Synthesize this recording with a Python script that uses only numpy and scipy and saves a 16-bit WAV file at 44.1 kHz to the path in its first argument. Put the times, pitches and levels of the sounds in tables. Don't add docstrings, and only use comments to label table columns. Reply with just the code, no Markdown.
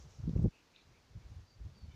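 import sys
import numpy as np
from scipy import signal
from scipy.fft import rfft, irfft, next_fast_len
from scipy.io import wavfile
from scipy.ndimage import uniform_filter1d, map_coordinates

SR = 44100
rng = np.random.default_rng(int(sys.argv[2]) if len(sys.argv) > 2 else 0)


def persist_wave(psi):
    counts = np.round(np.clip(psi, -1, 1) * 32767).astype(np.int16)
    wavfile.write(sys.argv[1], SR, np.atleast_2d(counts).T)


N = 85995


def buffeting(spectrum_centre_hz=100):
    # peak_s, level_db, half_length_s, centre_hz
    thumps = [(0.019, -59.5, 0.027, 59), (.062, -54.5, .012, 110.5), (0.199, -40.5, 0.0064, 80),
              (.24, -36.5, 0.0056, 111.5), (0.256, -37, 0.0047, 84), (0.277, -31, 0.0046, 177),
              (.284, -34.5, 0.0056, 112), (0.295, -26.5, 0.002, 143), (.311, -37, 0.0079, 111.6),
              (.335, -35, 0.0047, 125), (0.362, -25.5, 0.0051, 142.6), (0.376, -32.5, 0.0076, 101.6),
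              (.396, -27, 0.0062, 110), (0.425, -30.5, 0.0098, 117.7), (0.446, -22, 0.0039, 125),
              (.455, -30, 0.0025, 298), (0.462, -24.5, 0.0077, 96.5), (0.481, -33, 0.0054, 99.4),
              (0.897, -64.5, 0.033, 104), (1.118, -62, .012, 93), (1.162, -44.5, 0.0073, 112.4),
              (1.18, -45.5, 0.013, 75.7), (1.207, -61, .015, 106), (1.261, -43.5, 0.0067, 65),
              (1.315, -48, 0.01, 90), (1.333, -54, 0.011, 95.6), (1.369, -49.5, 0.0064, 82),
              (1.397, -49.5, 0.026, 80.2), (1.569, -60.5, 0.013, 122), (1.611, -41.5, 0.0086, 79.6),
              (1.661, -41.5, 0.014, 65.4), (1.695, -56, 0.017, 94.5), (1.72, -54.5, 0.0083, 81.5),
              (1.785, -63, .018, 176.6), (1.841, -45.5, 0.014, 103), (1.891, -46.5, 0.013, 91),
              (1.948, -52.5, .007, 107)]
    # frequency_hz, density_db
    thump_spectrum = [(12, -27.5), (30, -12), (60, -3), (95, 0.5), (140, -6), (200, -19), (300, -34.5),
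                      (550, -60), (900, -59.5), (2000, -86.5)]
    t, rumble, gust_power = clock(), np.zeros(N), np.zeros(N)
    for peak_s, level_db, half_length_s, centre_hz in thumps:
        window = bell(t - peak_s, half_length_s)
        flow = eddies(thump_spectrum, size=SR // 2)
        position = (t - peak_s) * centre_hz / spectrum_centre_hz * SR + len(flow) / 2
        swing = window * np.interp(position, np.arange(len(flow)), flow)
        rumble += amp(level_db) * swing * np.linalg.norm(window) / np.linalg.norm(swing)
        gust_power += (amp(level_db) * window) ** 2
    gust_db = 10 * np.log10(gust_power + 1e-12)
    return microphone_port(rumble) + flutter(gust_db)


def flutter(gust_db, level_db=-46.5, at_gust_db=-29.5, db_per_gust_db=1.74):
    # frequency_hz, density_db
    flutter_spectrum = [(80, -37), (170, -8), (320, 7), (460, -4), (650, -15.5), (1000, -28), (1500, -60),
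                        (3000, -77.5)]
    return eddies(flutter_spectrum) * amp(level_db + db_per_gust_db * (gust_db - at_gust_db))


def microphone_port(pressure, low_hz=36, high_hz=640):
    low_cut = signal.butter(3, low_hz, "highpass", fs=SR, output="sos")
    high_cut = signal.butter(3, high_hz, "lowpass", fs=SR, output="sos")
    return signal.sosfiltfilt(np.vstack([low_cut, high_cut]), pressure, padtype=None)


def breeze():
    # frequency_hz, density_db
    flow_spectrum = [(15, -15), (45, 4.5), (90, 6.5), (150, -6), (230, -20), (450, -17.5), (800, -23.5),
                     (1500, -30.5), (3000, -58)]
    # time_s, level_db
    flow_levels = [(0, -54.5), (.14, -63), (.25, -54.5), (.46, -52), (.5, -80.5), (.8, -78.5), (.9, -67.5),
                   (1.04, -74), (1.13, -64), (1.42, -65.5), (1.5, -73.5), (1.59, -64.5), (1.77, -65),
                   (1.95, -65.5)]
    return eddies(flow_spectrum) * amp(curve(flow_levels))


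def grass(rustle_db=2.7):
    # frequency_hz, density_db
    hiss_spectrum = [(1500, -20), (3300, -10), (4600, -2.5), (5700, 6.5), (6700, 2), (7600, -4.5),
                     (8300, -17.5), (11000, -29.5)]
    # time_s, level_db
    hiss_levels = [(0, -64.5), (.07, -75), (.16, -72), (.25, -81), (.33, -76), (.52, -86.5), (1.95, -87)]
    return coloured(hiss_spectrum) * amp(curve(hiss_levels) + rustle_db * wobble(rate_hz=40))


def stalks(half_length_s=0.001):
    # time_s, peak_db, centre_hz, width_octaves
    ticks = [(0.294, -55, 3800, 0.41), (.377, -56, 2230, 0.4), (.431, -63, 8360, 0.18),
             (.763, -48, 3510, 0.29), (1.79, -75, 8950, .07)]
    t, out = clock(), np.zeros(N)
    for time_s, peak_db, centre_hz, width_octaves in ticks:
        crack = noise(lambda hz: bell(np.log2((hz + 1) / centre_hz), width_octaves), N)
        burst = crack * bell(t - time_s, half_length_s)
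        out += amp(peak_db) * burst / np.abs(burst).max()
    return out


def birds(echo_db=-6.5, wood_t60_s=0.29):
    # start_s, length_s, pitch_hz, glide_octaves, spread_hz, level_db
    notes = [(.51, 0.12, 2574, 0.01, 260, -73.5), (0.724, 0.099, 2432, 0.0081, 290, -72.5),
             (0.738, 0.093, 3850, -0.026, 397, -72.5), (.93, 0.061, 2340, 0.012, 200, -74),
             (1.198, 0.077, 2300, 0.017, 120, -80.5), (1.462, 0.095, 4710, -.02, 110, -72.5),
             (1.746, .075, 4660, -0.043, 49.4, -74.5), (1.798, 0.069, 4450, -0.0061, 110, -75),
             (1.882, .09, 2290, -0.034, 90, -75.5), (1.891, 0.061, 3010, 0.016, 90, -77),
             (1.906, .06, 3570, .01, 90, -82)]
    t, calls = clock(), np.zeros(N)
    for start_s, length_s, pitch_hz, glide_octaves, spread_hz, level_db in notes:
        progress = np.clip((t - start_s) / length_s, 0, 1)
        envelope = np.sqrt(np.abs(np.sin(np.pi * progress)))
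        phase = 2 * np.pi * np.cumsum(pitch_hz * 2 ** (glide_octaves * progress)) / SR
        blur = lambda hz: bell(hz, spread_hz)
        note = noise(blur, N) * np.cos(phase) + noise(blur, N) * np.sin(phase)
        calls += amp(level_db) * envelope * note
    tail = rng.standard_normal(N) * amp(-60 * t / wood_t60_s)
    echo = signal.fftconvolve(calls, tail / np.linalg.norm(tail))[:N]
    return calls + amp(echo_db) * echo


def far_air(level_db=-68.5, waver_db=0.8):
    # frequency_hz, density_db
    air_spectrum = [(20, -10.5), (60, -3), (170, 1), (300, -1.5), (600, -6), (1000, -7.5), (1700, -10),
                    (3200, -13), (4500, -12), (6400, -16), (7200, -20.5), (8200, -27), (11000, -30),
                    (15500, -33)]
    return coloured(air_spectrum) * amp(level_db + waver_db * wobble(rate_hz=6.6))


def eddies(spectrum, size=N, evenness=0.5):
    pressure = coloured(spectrum, size)
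    power = np.abs(signal.hilbert(pressure)) ** 2
    for _ in range(2):
        power = np.abs(uniform_filter1d(power, size=400))
    return unit(pressure / (power + 1e-6) ** (evenness / 2))


def coloured(spectrum, size=N):
    points_hz, points_db = np.transpose(spectrum)
    return noise(lambda hz: amp(np.interp(np.log(hz + 1), np.log(points_hz + 1), points_db)), size)


def noise(gain, size):
    padded = next_fast_len(size + 8192)
    shaped = rfft(rng.standard_normal(padded)) * gain(np.fft.rfftfreq(padded, 1 / SR))
    return unit(irfft(shaped, padded)[:size])


def wobble(rate_hz):
    knots = rng.standard_normal(int(N * rate_hz / SR) + 4)
    return map_coordinates(knots, [clock() * rate_hz])


def curve(rows):
    return np.interp(clock(), *np.transpose(rows))


def bell(offset, width):
    return np.exp(-.5 * (offset / width) ** 2)


def amp(db):
    return 10 ** (np.asarray(db) / 20)


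def unit(x):
    return x / np.sqrt(np.mean(x ** 2) + 1e-20)


def clock():
    return np.arange(N) / SR


def scene():
    return (buffeting() + breeze() + far_air() + grass() + stalks() + birds())[None]


def record(dry, top_hz=15500):
    padded = next_fast_len(N + SR // 2)
    in_band = np.fft.rfftfreq(padded, 1 / SR) < top_hz
    return irfft(rfft(dry, padded) * in_band, padded)[..., :N]


dry = scene()
out = record(dry)
persist_wave(out)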